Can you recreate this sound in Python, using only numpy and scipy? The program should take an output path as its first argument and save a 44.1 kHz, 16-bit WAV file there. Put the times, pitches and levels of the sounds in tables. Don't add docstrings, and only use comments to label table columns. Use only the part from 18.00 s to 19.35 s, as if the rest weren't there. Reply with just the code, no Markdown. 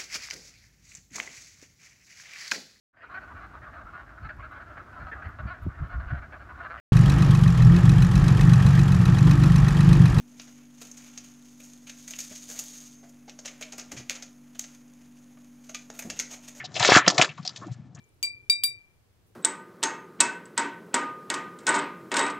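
import sys
import numpy as np
from scipy import signal
from scipy.fft import rfft, irfft
from scipy.io import wavfile

SR = 44100
rng = np.random.default_rng(int(sys.argv[2]) if len(sys.argv) > 2 else 0)


def materialize(psi):
    bounded = np.clip(np.atleast_2d(psi).T, -1, 1)
    quanta = np.round(bounded * 32767).astype(np.int16)
    wavfile.write(sys.argv[1], SR, quanta)


def attenuation_scalar(level_db):
    decades = np.asarray(level_db, float) / 20
    return 10 ** decades


N = 59535
TIME_S = np.arange(N) / SR
RIGHT_LAG_S = .000278


def curve(table, hz):
    table = np.array(table, float)
    return np.interp(np.log(hz + 1), np.log(table[:, 0]), table[:, 1])


def colour(x, gain):
    return irfft(rfft(x) * gain(np.arange(N // 2 + 1) * SR / N), N)


def band(hz, width_hz):
    x = colour(rng.standard_normal((2, N)), lambda f: 1 / (1 + ((f - hz) / width_hz * 2) ** 4))
    return x / x.std()


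def ages(time_s, start_s, lag_s):
    return np.maximum(time_s - start_s - np.array([[0], [lag_s]]), 0)


def decay(age, t60_s, rise_s):
    return (1 - np.exp(-age / rise_s)) * 1000. ** (-age / t60_s)


def fade(start_s, t60_s, rise_s=0.0001):
    return decay(ages(TIME_S, start_s, RIGHT_LAG_S), t60_s, rise_s)


def ring(start_s, hz, t60_s, pan_db, lag_us=RIGHT_LAG_S * 10 ** 6, rise_s=.0005):
    out = np.zeros((2, N))
    first = int(start_s * SR)
    age = ages(np.arange(first, N) / SR, start_s, lag_us / 10 ** 6)[:, :int(2 * t60_s * SR)]
    tone = np.sin(2 * np.pi * hz * age) * decay(age, t60_s, rise_s)
    out[:, first:first + age.shape[1]] = tone * attenuation_scalar([[pan_db / 2], [-pan_db / 2]])
    return out


def room(x, db):
    t60_s, gap_s = 0.11, 0.006
    age = np.arange(int(SR / 3)) / SR
    tail = rng.standard_normal((2, len(age))) * 1000. ** (-age / t60_s) * (age > gap_s)
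    tail = tail / np.sqrt((tail ** 2).sum(axis=1, keepdims=True))
    return attenuation_scalar(db) * signal.fftconvolve(x, tail, axes=1)[:, :N]


# f/Hz, level/dB per Hz
AIR_SPECTRUM = [(25, -16.5), (55, -13), (100, -5.5), (250, -22.5), (400, -22), (800, -27), (3500, -35),
                (15500, -41.5)]
# f/Hz, left-right correlation
AIR_LIKENESS = [(60, .87), (130, 0.27), (290, 0.48), (640, .2), (1400, 0.012), (15000, .01)]
# t/s, level/dB
RUMBLE_SWELL = [(0.0, -65.5), (0.424, -57), (0.48, -66), (0.774, -57.5), (0.804, -96), (1.206, -67),
                (1.35, -68.5)]


def air():
    level_db, hiss_top_hz = -66, 15750

    def spectrum(f):
        return attenuation_scalar(curve(AIR_SPECTRUM, f)) * (f < hiss_top_hz)

    def likeness(f):
        return np.clip(curve(AIR_LIKENESS, f), 0, 1)

    mid = colour(rng.standard_normal(N), lambda f: spectrum(f) * np.sqrt(1 + likeness(f)))
    side = colour(rng.standard_normal(N), lambda f: spectrum(f) * np.sqrt(1 - likeness(f)))
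    hiss = np.array([mid + side, mid - side]) * attenuation_scalar(level_db) / mid.std()
    swell_db = np.interp(TIME_S, *np.array(RUMBLE_SWELL).T)
    rumble = attenuation_scalar(swell_db - 5) * band(105, 54.93)[0]
    shared, extra = band(360, 300)
    stir = attenuation_scalar(swell_db - 12.5) * np.array([shared + extra, shared])
    return hiss + rumble + stir


# t/s, contact/ms, ring level during contact/dB, thud level/dB
TAPS = [
    (.2282, 5.5, -9, -48),
    (.4978, 6.0, 2.5, -54),
    (.6358, 8.0, -3, -52),
]
WALL_HZ = [2328, 2359, 3778, 4644, 4683, 7785, 7817, 9364, 10023, 10140, 13407, 13628, 14362, 15350]
# t60/s, left-right level/dB, lag at the right microphone/us (each lobe radiates from its own side)
WALL = [(.42, 8, 231), (.43, 2, 302), (.18, 13, 294), (.22, -3, 281), (.185, 1, 262), (.19, 1, 292),
        (.15, 2, 299), (.13, -3, 344), (.11, -2, 321), (.11, 1, 271), (.1, -1, 282), (.09, 7, 278),
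        (.1, 4, 278), (.09, 0, 280)]
# level at tap 1, 2, 3/dB
LOW_WALL_DB = [(-31.5, -34, -31.5), (-29, -23.5, -34), (-48, -29, -34), (-30, -25, -42), (-19, -12, -15.5),
               (-43, -27, -31), (-25, -27, -24)]
TAP_SIDES = [(-1, 1, -1), (1, 1, 1), (1, 1, 1), (1, -1, 1), (1, 1, 1), (1, 1, 1), (1, 1, 1)]
# level at tap 1, 2, 3/dB
HIGH_WALL_DB = [(-39.5, -33, -21.5), (-49, -32.5, -37.5), (-39, -27, -25.5), (-43, -53, -26),
                (-36, -49, -36.5), (-67, -51, -24), (-38, -30, -47.5)]
BASE_HZ = [2945, 3186, 4251, 5020, 5580, 5920, 6778, 9246, 9636, 9750, 10900, 11700, 12490, 15600]
# t60/s, left-right level/dB, polarity
BASE = [(.11, 5, 1), (.11, 9, 1), (.12, 3, 1), (.11, 2, 1), (.2, 2, 1), (.11, 0, 1), (.11, 12, 1),
        (.14, 2, -1), (.11, 1, -1), (.1, 0, 1), (.2, 0, 1), (.1, 0, 1), (.12, 0, 1), (.1, 0, 1)]
# level at tap 1, 2, 3/dB
BASE_DB = [(-52, -58, -60), (-47, -50, -53), (-44, -40, -43), (-47, -40, -53), (-62, -59, -48),
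           (-60, -46, -70), (-43, -42, -44), (-70, -55, -37), (-58, -41, -34), (-36, -38, -40),
           (-85, -80, -60), (-60, -58, -54), (-62, -54, -49), (-50, -42, -46)]


def jar():
    settle_s, base_lag_us = .0015, 325
    out = attenuation_scalar(-61) * ring(0, WALL_HZ[0], *WALL[0])
    for k, (start, touch_ms, touch_db, _) in enumerate(TAPS):
        low = sum(side[k] * attenuation_scalar(dbs[k]) * ring(start, hz, *mode)
                  for hz, mode, dbs, side in zip(WALL_HZ, WALL, LOW_WALL_DB, TAP_SIDES))
        high = sum(attenuation_scalar(dbs[k]) * ring(start, hz, *mode)
                   for hz, mode, dbs in zip(WALL_HZ[7:], WALL[7:], HIGH_WALL_DB))
        base = sum(sign * attenuation_scalar(dbs[k]) * ring(start, hz, t60, pan_db, base_lag_us)
                   for hz, (t60, pan_db, sign), dbs in zip(BASE_HZ, BASE, BASE_DB))
        touching = np.clip((start + touch_ms / 1000 - TIME_S) / settle_s, 0, 1)
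        stopped = np.clip((start + settle_s - TIME_S) / settle_s, 0, 1)
        out = out * stopped + low * attenuation_scalar(touch_db * touching) + high + base
    return out


# t/s, centre f/Hz, width/Hz, t60/s, level/dB
TICKS = [
    (0.0399, 6720, 1100, 0.019, -52.5),
    (0.09, 8800, 3000, 0.014, -57),
    (0.142, 12300, 5900, 0.021, -64),
    (.166, 7800, 78, 0.18, -78),
    (1.258, 12000, 8750, 0.17, -64),
    (1.28, 382, 393, 0.23, -60),
]


def ticks():
    return sum(attenuation_scalar(db) * band(hz, width) * fade(start, t60, t60 / 12) for start, hz, width, t60, db in TICKS)


# level/dB, brightest f/Hz, t60/s, share in the room/dB
CRACKS = [
    (-19, 6900, .01, -2),
    (-22, 12000, .01, -8),
    (-21, 10000, .025, -8),
]
# f/Hz, level/dB
CRACK_SPECTRUM = [(600, -38.5), (1500, -8), (3000, -7), (7000, -7.5), (11000, -20), (16000, -25)]


def crack(start, db, peak_hz, t60):
    def spectrum(f):
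        peak_db = 9 * np.exp(-(np.log((f + 1) / peak_hz) / .15) ** 2)
        return attenuation_scalar(curve(CRACK_SPECTRUM, f) + peak_db)

    grit = colour(rng.standard_normal(N), spectrum)
    pair = np.array([grit, np.roll(grit, int(RIGHT_LAG_S * SR))]) / grit.std()
    return attenuation_scalar(db) * fade(start, t60) * pair * attenuation_scalar([[1.5], [-1.5]])


def thud(start, db):
    t60_s = 0.082
    modes = ring(start, 241, t60_s, 0, rise_s=.003) + .8 * ring(start, 399, t60_s, 0, rise_s=.003)
    knock = attenuation_scalar(-1.5) * band(720, 1000) * fade(start, 0.17, .004)
    return attenuation_scalar(db) * (modes + knock)


def brush():
    near, far = 0, 0
    for (start, _, _, thud_db), (db, peak_hz, t60, room_db) in zip(TAPS, CRACKS):
        burst = crack(start, db, peak_hz, t60)
        near = near + burst + thud(start, thud_db)
        far = far + attenuation_scalar(room_db) * burst
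    return near, far


def scene():
    glass, (near, far) = jar(), brush()
    return glass + room(glass, -21) + near + room(far, -8) + ticks() + air()


def roll_off(x):
    return signal.sosfilt(signal.butter(12, 16900, fs=SR, output="sos"), x)


def record(dry):
    low_pass = signal.ellip(8, .3, 70, 15950, fs=SR, output="sos")
    mix = signal.sosfilt(low_pass, dry)
    return roll_off(mix)


dry = scene()
out = record(dry)
materialize(out)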